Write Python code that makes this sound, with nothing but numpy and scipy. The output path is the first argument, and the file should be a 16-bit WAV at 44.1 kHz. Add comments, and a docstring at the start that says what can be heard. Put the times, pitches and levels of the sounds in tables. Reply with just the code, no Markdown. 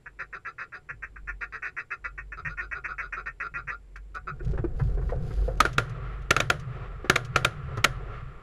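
"""A duck call chatters "ticka-ticka" in a reed blind by a lake, beside a camera in a closed housing.
Hunters rise, bump the blind and fire shotguns that overload the microphone; the far shore rolls back.
Pulsed reed noise through mouth resonances makes the call; shots are short bursts of pulses and noise.
Filtered noise makes echoes, leaves, wind rumble and air; decaying sines make the knocks on the boards."""
import sys
import numpy as np
from scipy import signal
from scipy.io import wavfile

SR = 44100
rng = np.random.default_rng(int(sys.argv[2]) if len(sys.argv) > 2 else 0)


def put_to_file(sound):
    """Save the sound as 16-bit audio at rate SR, in the file named by the first command-line argument."""
    columns = np.atleast_2d(sound).T  # one column per channel
    safe = np.clip(columns, -1, 1)
    whole_steps = np.round(safe * 32767)
    wavfile.write(sys.argv[1], SR, whole_steps.astype(np.int16))


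N = 371322
TIME_S = np.arange(N) / SR

# Every *_COLOUR: spectrum shape (frequency [Hz], relative level [dB])

# Bright first half of a syllable: (time [s], length [s], level [dB], reed pitch [Hz], attack [s])
TICKS = [(0.056, 0.018, -41, 226, 0.0044), (0.186, 0.031, -35, 258.2, 0.01),
         (0.324, 0.026, -37.5, 255.8, 0.0041), (0.446, 0.028, -36.5, 248.7, 0.0062),
         (0.579, 0.05, -37, 269.5, 0.004), (0.719, 0.04, -40.5, 294.5, 0.0026),
         (0.886, 0.023, -35.5, 241.2, 0.0066), (1.02, 0.025, -35.5, 277, 0.0074),
         (1.157, 0.012, -43, 358, 0.0033), (1.271, 0.027, -34, 339, 0.015),
         (1.407, 0.027, -33.5, 224.8, 0.012), (1.52, 0.042, -37.5, 216.5, 0.0065),
         (1.62, 0.052, -33, 362.2, 0.0024), (1.764, 0.034, -32.5, 324.7, 0.003),
         (1.902, 0.025, -33, 379.4, 0.0077), (2.039, 0.021, -33.5, 275.6, 0.006),
         (2.175, 0.017, -36, 347, 0.0084), (2.318, 0.016, -37, 308.8, 0.004),
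         (2.446, 0.033, -31.5, 277.5, 0.004), (2.569, 0.041, -32, 348.5, 0.01),
         (2.71, 0.024, -32.5, 289, 0.01), (2.837, 0.025, -32, 323, 0.015),
         (2.978, 0.033, -32, 266.5, 0.004), (3.122, 0.019, -32, 301.6, 0.0077),
         (3.256, 0.026, -34.5, 253.8, 0.005), (3.398, 0.025, -32, 277.5, 0.0033),
         (3.537, 0.03, -33.5, 292.6, 0.0044), (3.669, 0.033, -33.5, 249, 0.013),
         (3.956, 0.0058, -42, 410.4, 0.0025), (4.392, 0.017, -49.5, 296.4, 0.006)]
TICK_COLOUR = [(150, -37), (500, -18.5), (830, -27.5), (1100, -11), (1550, -3.5), (1850, -2), (2100, -8.5),
               (2580, -3), (2900, -34.5), (3700, -50), (5900, -31), (7300, -49.5), (8500, -45),
               (13000, -79)]
# Tick pitch at start, middle, dying end: (share of reed pitch [ratio])
TICK_PITCH_ARCH = [0.92, 1.1, 0.88]
# Harder blowing is brighter: tilt at the usual level, and its rise per dB above
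USUAL_TICK_DB, USUAL_BRIGHT_DB, BRIGHT_PER_DB = -34.5, -3, 0.74

# Hollow second half, tongue dropped: (time [s], length [s], level [dB])
CLUCKS = [(0.191, 0.039, -45.5), (0.338, 0.027, -44), (0.463, 0.035, -37.5), (0.584, 0.057, -43.5),
          (0.735, 0.038, -48.5), (1.404, 0.042, -43.5), (1.519, 0.044, -45.5), (1.643, 0.046, -50.5),
          (1.786, 0.031, -42.5), (1.909, 0.037, -40), (2.041, 0.035, -36.5), (2.368, 0.031, -40.5),
          (2.487, 0.037, -43), (2.603, 0.05, -42), (2.747, 0.035, -37), (2.878, 0.042, -37),
          (3.011, 0.048, -40), (3.161, 0.042, -35.5), (3.257, 0.02, -42), (3.418, 0.048, -36.5),
          (3.567, 0.03, -38), (3.704, 0.036, -38.5), (4.141, 0.032, -35.5), (4.266, 0.033, -34.5)]
CLUCK_COLOUR = [(150, -21), (300, -32), (400, -13), (620, -25.5), (740, -21), (900, -38.5), (1180, -7.5),
                (1400, -6), (1650, -20.5), (2200, -22.5), (2550, -19), (2850, -52), (5000, -56.5)]
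# Mouth resonance sliding up: (start [Hz], end [Hz], width [Hz], level over direct sound [dB])
MOUTH = (1332, 1470, 70, 4.9)
# A harder cluck loses its low body
USUAL_CLUCK_DB, CLUCK_TILT_PER_DB = -38, 0.5
RASP_COLOUR = [(2000, -18), (3400, -11), (3900, 3.5), (4400, -9.5), (4950, 5), (5400, -50), (6200, -5.5),
               (7000, -36), (8500, -27), (14000, -49.5)]
RASP_DB = -62  # the same in every cluck
TONGUE_SPREAD, MOUTH_SPREAD = 0.015, 0.024  # resonance spread between notes [share]

# Ringing of the camera housing: (frequency [Hz], width [Hz], level over direct sound [dB])
HOUSING = [(1402, 40.6, 1), (373, 22, -3.5), (740.5, 8.9, 2.5)]

# Shots; echo depends on the aim:
# (time [s], level [dB], blast length [ms], brightness tilt [dB], echo level [dB])
SHOTS = [(5.6027, -7, 4.1, 0, -47.5), (5.651, -17.5, 2.2, -5, -64), (5.7805, -11.5, 2.8, -5, -45),
         (6.306, -10.5, 3.9, 0, -64), (6.3643, -15, 0.72, 0.5, -60), (6.4011, -17.5, 3.7, 6.5, -62),
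         (6.4999, -11.5, 2.4, 3.5, -44), (7.097, -5.5, 2.1, -6, -44.5), (7.1568, -18.5, 5.6, 6.5, -56),
         (7.3588, -10, 3.8, -8, -65.5), (7.4461, -14, 4.2, 4, -46.5), (7.8415, -11, 5.7, 9, -45)]
BLAST_COLOUR = [(40, -10.5), (150, -7.5), (600, -11.5), (880, -16), (1250, 0.5), (1700, -6), (2550, -2.5),
                (2900, -11.5), (3800, -12), (5300, -24.5), (6700, -17.5), (8500, -34.5), (13500, -38)]
TAIL_COLOUR = [(120, -4), (230, -3), (400, 3), (600, 6), (880, -9), (1300, 3), (1700, 0.5), (2500, -11),
               (3200, -10.5), (5300, -20), (6700, -21), (8500, -31), (10000, -24), (14000, -45)]
TAIL_SHARE = 0.37  # dB of scatter and boom per dB of blast

# Stretches of shore returning every shot: (delay [s], length [s], level against the shot's echo [dB])
SHORES = [(0.04, 0.24, -7.5), (0.215, 0.15, -3), (0.38, 0.28, -9.5)]
ROLL_COLOUR = [(200, -15), (290, -7.5), (400, 7), (500, 2.5), (600, -4), (740, 0.5), (900, -8), (1160, 5),
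               (1370, 7), (1500, -4.5), (1700, -2), (2550, -9.5), (5000, -29), (8000, -43), (15000, -67.5)]
SHORE_RISE_S, SHORE_FALL_S = 0.032, 0.06
# Boom over the water after every shot; its colour also serves the blind's floor
BOOM_COLOUR = [(40, -31), (80, -4), (110, 17), (132, 21), (160, 11), (200, -10), (300, -26.5)]
BOOM_DB, BOOM_RISE_S, BOOM_HOLD_S, BOOM_FALL_S = -36.5, 0.008, 0.32, 0.17

# Bumps on the blind: (time [s], ring level [dB], pitch [Hz], scrape level [dB])
KNOCKS = [(4.406, -41, 370, -71), (4.534, -35, 415, -51.5), (4.575, -41.5, 537, -40.5),
          (4.587, -36.5, 358, -68), (4.641, -25, 360, -44.5), (4.795, -39, 447, -39.5),
          (4.974, -35.5, 410, -52.5), (5.013, -48, 356, -50.5), (5.091, -59, 357, -41),
          (5.122, -29, 532, -52), (5.305, -48.5, 375, -47.5), (5.48, -26.5, 514, -50),
          (7.044, -34.5, 380, -41), (7.772, -38.5, 422, -36)]
# Board modes: (multiple of lowest pitch [ratio], level [dB])
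BOARD_MODES = [(1, 2.5), (1.268, -6.5), (1.6, -15.5)]
SCRAPE_COLOUR = [(200, 2), (550, 0), (850, 0), (1150, 4.5), (1600, 2.5), (2100, -7.5), (3000, -21),
                 (6000, -34), (12000, -51)]
# Sharp clicks of stalks and gear: (time [s], level [dB])
SNAPS = [(3.96, -58), (4.148, -55), (4.447, -58.5), (5.573, -60), (5.729, -50.5), (5.894, -58),
         (6.218, -65), (6.596, -53.5), (7.247, -49.5), (7.771, -50.5)]
SNAP_COLOUR = [(800, -43), (2500, -4), (5000, -9.5), (6600, -9), (8000, -20), (10000, -20), (15000, -35.5)]
# Thuds through the floor: (time [s], level [dB], length [s])
THUDS = [(0.9, -53, 0.055), (2.435, -43, 0.039), (3.5, -53, 0.17), (4.3, -43.5, 0.029), (4.45, -31, 0.032),
         (4.577, -32.5, 0.0058), (4.8, -26.5, 0.035), (5.15, -35, 0.074), (7.765, -33, 0.017)]

# Hunters getting up: (time [s], shuffling level [dB])
MOVING = [(4.25, -66), (4.35, -60), (4.5, -46.5), (4.67, -55), (4.8, -48.5), (5.2, -46.5), (5.59, -45)]
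SHUFFLE_COLOUR = [(200, -5.5), (310, -11), (360, 8.5), (500, 6.5), (630, -9), (730, 1), (860, -15.5),
                  (1150, -11), (1400, -8.5), (1800, -16.5), (2300, -26), (3500, -42)]
CRACKLE_COLOUR = [(600, -2), (1800, -1), (5000, -8), (8000, -15.5), (13000, -29)]
CRACKLE_DB, CREAK_DB, CRACKS_PER_S = -19, 2.5, 260  # stalks and floor, levels against the shuffling
# Dry leaves brushing past: (time [s], length [s], level [dB])
SWISH = [(4.45, 0.28, -81), (4.74, 0.097, -62.5), (4.98, 0.1, -66.5), (5.18, 0.3, -62)]
SWISH_COLOUR = [(1500, -10.5), (2500, -1.5), (3800, -3.5), (4950, -1.5), (5500, -11), (7000, -8),
                (9000, -20), (9900, -8.5), (12000, -17), (14000, -19), (15300, -39)]
SWISH_RISE_S, SWISH_FALL_S, SWISH_GRAIN_DB = 0.055, 0.076, 3  # grain: leaves catch and slip

# Weight shifts shaking blind and camera pole: (time [s], length [s], level [dB])
SHIFTS = [(0.0, 0.26, -55.5), (0.88, 0.27, -47.5), (1.12, 0.22, -43.5), (1.98, 0.3, -43), (2.42, 0.23, -40),
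          (2.8, 0.42, -45), (3.38, 0.91, -46.5), (4.38, 0.36, -32), (4.78, 0.21, -27), (5.3, 0.13, -25),
          (5.9, 0.39, -36.5), (6.7, 0.2, -40), (7.15, 0.5, -52), (7.8, 0.32, -38)]
SHIFT_RISE_S, SHIFT_FALL_S = 0.07, 0.18
POLE_HZ, POLE_WOBBLE, POLE_FLUTTER_DB = 47, 0.061, 3  # wobble [share of pitch]
# Low rumble on the camera mount: (time [s], level [dB])
MOUNT = [(0, -68), (0.7, -64.5), (1.25, -51.5), (1.65, -65.5), (2.45, -52), (3.3, -61), (4.05, -59.5),
         (4.52, -30.5), (5.5, -34), (5.9, -45), (7.0, -44), (7.9, -40), (8.42, -46)]
RUMBLE_COLOUR = [(15, -2.5), (25, 5.5), (40, -9.5), (60, -9), (72, 9), (100, -18), (130, -7), (180, -18),
                 (400, -38.5)]
AIR_COLOUR = [(40, 0), (75, -8), (130, 5), (200, -12.5), (450, -8.5), (620, -19.5), (1400, -24),
              (2200, -24.5), (3000, -30), (6700, -38.5), (8500, -39), (10000, -37.5), (12000, -45.5),
              (16000, -51)]
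AIR_DB = -60
# Faint camera whine: (frequency [Hz], width [Hz], level [dB])
WHINE = (7400, 520, -85.5)

CEILING = 0.36  # microphone overload, full scale = 1
BAND_EDGE_HZ = 15600


def amp(db):
    """Converts decibels to a linear gain."""
    return 10 ** (np.asarray(db) / 20)


def unit(x):
    """Scales to an rms of one."""
    return x / np.sqrt(np.mean(x ** 2) + 1e-20)


def at_level(x, length_s, db):
    """Scales so that the first length_s has the given rms."""
    head = x[:max(int(length_s * SR), 200)]
    return x * amp(db) / np.sqrt(np.mean(head ** 2) + 1e-20)


def add(mix, start_s, sound):
    """Lays a sound into the mix at a time."""
    part = mix[max(round(start_s * SR), 0):][:len(sound)]
    part += sound[:len(part)]


def colour(x, points, size=8192):
    """Causal minimum-phase filter of unit energy with the given spectrum, falling above its last point."""
    hz, db = np.transpose(points)
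    grid_hz = abs(np.fft.fftfreq(size, 1 / SR)) + 1
    db = np.interp(np.log(grid_hz), np.log(hz), db)
    db = db - 24 * np.clip(np.log2(grid_hz / hz[-1]), 0, 3)  # 24 dB per octave, for three octaves
    spectrum = np.exp(np.conj(signal.hilbert(np.log(amp(db)))))
    taps = np.fft.ifft(spectrum).real[:size // 2]
    taps = taps * np.hanning(size)[size // 2:]
    return signal.fftconvolve(x, taps / np.linalg.norm(taps))[:len(x)]


def tilted(points, db, hz=1800, octaves=0.93):
    """Raises the part of a spectrum above hz against the part below."""
    return [(f, d + db * np.clip(np.log2(f / hz) / octaves, -.5, .5)) for f, d in points]


def resonate(x, hz, width_hz):
    """One resonance, steady or sliding, with a gain of one at its centre."""
    turn = np.exp(2j * np.pi * np.cumsum(hz * np.ones(len(x))) / SR)
    r = np.exp(-np.pi * width_hz / SR)
    return 2 * (turn * signal.lfilter([1 - r], [1, -r], x / turn)).real


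def housed(x):
    """The camera housing rings along with what reaches it."""
    return x + sum(amp(db) * resonate(x, hz, width_hz) for hz, width_hz, db in HOUSING)


def scatter(x, t60_s, wet_db, count=9000):
    """Sparse decaying reflections from the stalks and the blind."""
    t = np.arange(count) / SR
    taps = rng.standard_normal(count) * (rng.random(count) < .04)
    taps = taps * amp(-60 * t / t60_s) * (t > .003)
    return x + amp(wet_db) * signal.fftconvolve(x, taps / np.linalg.norm(taps))[:len(x)]


def waver(count, hz):
    """Straight lines between random values drawn hz times a second."""
    return np.interp(np.arange(count) / SR * hz, np.arange(4096), rng.standard_normal(4096))


def noise(points, flutter_db=0, flutter_hz=30):
    """Coloured noise of unit rms whose level flutters."""
    return unit(colour(rng.standard_normal(N) * amp(flutter_db * waver(N, flutter_hz)), points))


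def level(table):
    """Gain curve through (time [s], level [dB]) rows, fading quickly outside them."""
    time_s, db = np.transpose(table)
    outside_s = abs(TIME_S - np.clip(TIME_S, time_s[0], time_s[-1]))
    return amp(np.interp(TIME_S, time_s, db)) * np.exp(-outside_s / 0.019)


def gate(t, length_s, rise_s, fall_s):
    """Swells exponentially, holds until length_s, and dies away."""
    return (1 - np.exp(-t / rise_s)) * np.exp(-np.maximum(t - length_s, 0) / fall_s)


def swells(rows, rise_s, fall_s):
    """Gain curve of overlapping (time [s], length [s], level [dB]) swells whose powers add."""
    gains = (amp(db) * gate(np.maximum(TIME_S - s, 0), length_s, rise_s, fall_s)
             for s, length_s, db in rows)
    return np.sqrt(sum(gain ** 2 for gain in gains))


def reed(t, hz, jitter, uneven_db, air):
    """The reed slaps shut at uneven intervals, with a little air rushing past."""
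    turns = np.cumsum(hz * np.exp(jitter * waver(len(t), 300))) / SR
    slaps = np.diff(np.floor(turns), prepend=-1)
    slaps = slaps * amp(uneven_db * rng.standard_normal(len(t)))
    return unit(slaps) + air * rng.standard_normal(len(t))


def ticks():
    """A fast reed rattle excites a resonance that falls as the tongue leaves the palate."""
    out, t = np.zeros(N), np.arange(SR // 6) / SR
    for s, length_s, db, pitch_hz, attack_s in TICKS:
        bright_db = USUAL_BRIGHT_DB + BRIGHT_PER_DB * (db - USUAL_TICK_DB)
        hz = pitch_hz * np.interp(t, [0, length_s * .5, length_s * 1.5], TICK_PITCH_ARCH)
        drive = reed(t, hz, jitter=.11, uneven_db=1.5, air=.25)
        drive = drive * gate(t, length_s, rise_s=attack_s, fall_s=0.005)
        tongue_hz = np.interp(t, [0, length_s * 3.0], [1985, 1685]) + 30 * bright_db
        tongue_hz = tongue_hz * (1 + TONGUE_SPREAD * rng.standard_normal())
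        drive = drive + resonate(drive, tongue_hz, 350)
        tick = housed(colour(drive, tilted(TICK_COLOUR, bright_db)))
        add(out, s, at_level(scatter(tick, t60_s=0.082, wet_db=-3.0), length_s, db))
    return out


def clucks():
    """A slower reed rattle in a hollower mouth whose resonance slides up, with a rasp on top."""
    out, t = np.zeros(N), np.arange(SR // 6) / SR
    low_hz, high_hz, width_hz, mouth_db = MOUTH
    for s, length_s, db in CLUCKS:
        hz = np.interp(t, [0, length_s * 1.1], [185, 145])
        drive = reed(t, hz, jitter=.16, uneven_db=2, air=.25)
        drive = drive * gate(t, length_s, rise_s=0.0059, fall_s=0.0079)
        tilt_db = CLUCK_TILT_PER_DB * (db - USUAL_CLUCK_DB)
        cluck = colour(drive, tilted(CLUCK_COLOUR, tilt_db, hz=900, octaves=0.6))
        mouth_hz = np.interp(t, [0, length_s * 0.97], [low_hz, high_hz])
        mouth_hz = mouth_hz * (1 + MOUTH_SPREAD * rng.standard_normal())
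        cluck = cluck + amp(mouth_db) * resonate(cluck, mouth_hz, width_hz)
        add(out, s, at_level(scatter(housed(cluck), t60_s=0.08, wet_db=-1.5), length_s, db))
        rasp = scatter(colour(drive, RASP_COLOUR), t60_s=0.014, wet_db=-3.0)
        add(out, s, at_level(rasp, length_s, RASP_DB))
    return out


def shots():
    """A few milliseconds of blast, then its scatter from the reeds and the water."""
    out, t = np.zeros(N), np.arange(SR // 3) / SR
    for s, db, length_ms, bright_db, _ in SHOTS:
        length_s = length_ms / 1000
        # pressure fronts off the nearest stalks, irregular, about 3000 per second
        fronts = np.diff(np.floor(np.cumsum(rng.exponential(1, len(t))) * 3000 / SR), prepend=-1)
        blast = fronts * rng.choice([-1, 1], len(t)) + 0.24 * rng.standard_normal(len(t))
        blast = blast * gate(t, length_s, rise_s=0.0028, fall_s=0.0019)
        blast = blast + amp(-8.5) * resonate(blast, 1350, 310)  # kicks the housing wall
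        blast = housed(colour(blast, tilted(BLAST_COLOUR, bright_db)))
        add(out, s, at_level(blast, length_s, db))
        near = amp(-17.0) * gate(t, length_s, rise_s=0.0016, fall_s=0.0086)
        far = amp(-28.5) * gate(t, length_s, rise_s=0.0056, fall_s=0.038)
        tail = unit(housed(colour(rng.standard_normal(len(t)), TAIL_COLOUR)))
        add(out, s, amp(TAIL_SHARE * db) * (near + far) * tail)
    return out


def shore_echo():
    """Each stretch of shore returns each shot as a lumpy roll, dull and bright parts apart, over a boom."""
    returns = [(s + delay_s, length_s, echo_db + shore_db)
               for s, *_, echo_db in SHOTS for delay_s, length_s, shore_db in SHORES]
    booms = [(s, BOOM_HOLD_S, BOOM_DB + TAIL_SHARE * db) for s, db, *_ in SHOTS]
    dull_colour = tilted(ROLL_COLOUR, -10.0, hz=1000, octaves=1)
    bright_colour = tilted(ROLL_COLOUR, 8.5, hz=900, octaves=0.84)
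    dull = noise(dull_colour, flutter_db=3.5, flutter_hz=24.97)
    bright = noise(bright_colour, flutter_db=1.5, flutter_hz=31.8)
    roll = swells(returns, SHORE_RISE_S, SHORE_FALL_S) * (amp(-1.5) * dull + bright)
    return roll + swells(booms, BOOM_RISE_S, BOOM_FALL_S) * noise(BOOM_COLOUR)


def knocks():
    """Bumped boards ring in a few short modes, each with a noise scrape."""
    out, t = np.zeros(N), np.arange(SR // 5) / SR
    for s, db, hz, scrape_db in KNOCKS:
        modes = sum(amp(mode_db) * np.sin(2 * np.pi * hz * ratio * t) for ratio, mode_db in BOARD_MODES)
        ring = modes * gate(t, .002, rise_s=.002, fall_s=.005)
        add(out, s, at_level(scatter(ring, t60_s=0.1, wet_db=-3), 0.01, db))
        push = rng.standard_normal(len(t)) * gate(t, .004, rise_s=0.0025, fall_s=0.0073)
        scrape = scatter(colour(push, SCRAPE_COLOUR), t60_s=0.08, wet_db=-1.5)
        add(out, s, at_level(scrape, 0.022, scrape_db))
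    return out


def snaps():
    """Stalks and gear click: short bright noise bursts."""
    out, t = np.zeros(N), np.arange(SR // 5) / SR
    for s, db in SNAPS:
        crack = rng.standard_normal(len(t)) * gate(t, .002, rise_s=0.001, fall_s=0.0097)
        add(out, s, at_level(colour(crack, SNAP_COLOUR), 0.011, db))
    return out


def thuds():
    """Weight lands on the floor, which booms for a moment."""
    out, t = np.zeros(N), np.arange(SR // 3) / SR
    for s, db, length_s in THUDS:
        push = rng.standard_normal(len(t)) * gate(t, length_s, rise_s=0.0013, fall_s=0.017)
        add(out, s, at_level(colour(push, BOOM_COLOUR), length_s + 0.051, db))
    return out


def moving():
    """Clothes shuffle, the floor rumbles and dry stalks crackle as random impulses."""
    cracks = (rng.random(N) < CRACKS_PER_S / SR) * rng.standard_normal(N) * amp(3.7 * waver(N, 15))
    crackle = amp(CRACKLE_DB) * unit(colour(cracks, CRACKLE_COLOUR))
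    shuffle = noise(SHUFFLE_COLOUR, flutter_db=2.0, flutter_hz=50.5)
    floor = amp(CREAK_DB) * noise(BOOM_COLOUR)
    return level(MOVING) * (shuffle + crackle + floor)


def leaves():
    """Dry leaves brush past: swelling bright noise with a fast grain."""
    swish = noise(SWISH_COLOUR, flutter_db=SWISH_GRAIN_DB, flutter_hz=410)
    return swells(SWISH, SWISH_RISE_S, SWISH_FALL_S) * swish


def pole_hum():
    """The shaken camera pole hums at its own pitch, wandering in pitch and level."""
    hz = POLE_HZ * (1 + POLE_WOBBLE * waver(N, 12))
    hum = np.sin(2 * np.pi * np.cumsum(hz) / SR) * amp(POLE_FLUTTER_DB * waver(N, 12))
    return swells(SHIFTS, SHIFT_RISE_S, SHIFT_FALL_S) * unit(hum)


def outdoors():
    """Low wind rumble on the mount, steady air noise and a thin whine of narrow-band noise."""
    rumble = level(MOUNT) * noise(RUMBLE_COLOUR)
    hz, width_hz, db = WHINE
    whine = resonate(resonate(rng.standard_normal(N), hz, width_hz), hz, width_hz)
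    return rumble + amp(AIR_DB) * noise(AIR_COLOUR) + amp(db) * unit(whine)


def scene():
    """Sums all sources into one channel."""
    call = ticks() + clucks()
    gunfire = shots() + shore_echo()
    blind = knocks() + snaps() + thuds() + moving() + leaves()
    return (call + gunfire + blind + pole_hum() + outdoors())[None]


def record(dry):
    """The microphone saturates smoothly towards its ceiling; then the band limit."""
    clipped = dry / (1 + (dry / CEILING) ** 4) ** (1 / 4)
    lowpass = signal.firwin(255, BAND_EDGE_HZ, window=("kaiser", 9), fs=SR)
    return signal.oaconvolve(clipped, lowpass[None], "same")


dry = scene()
out = record(dry)
put_to_file(out)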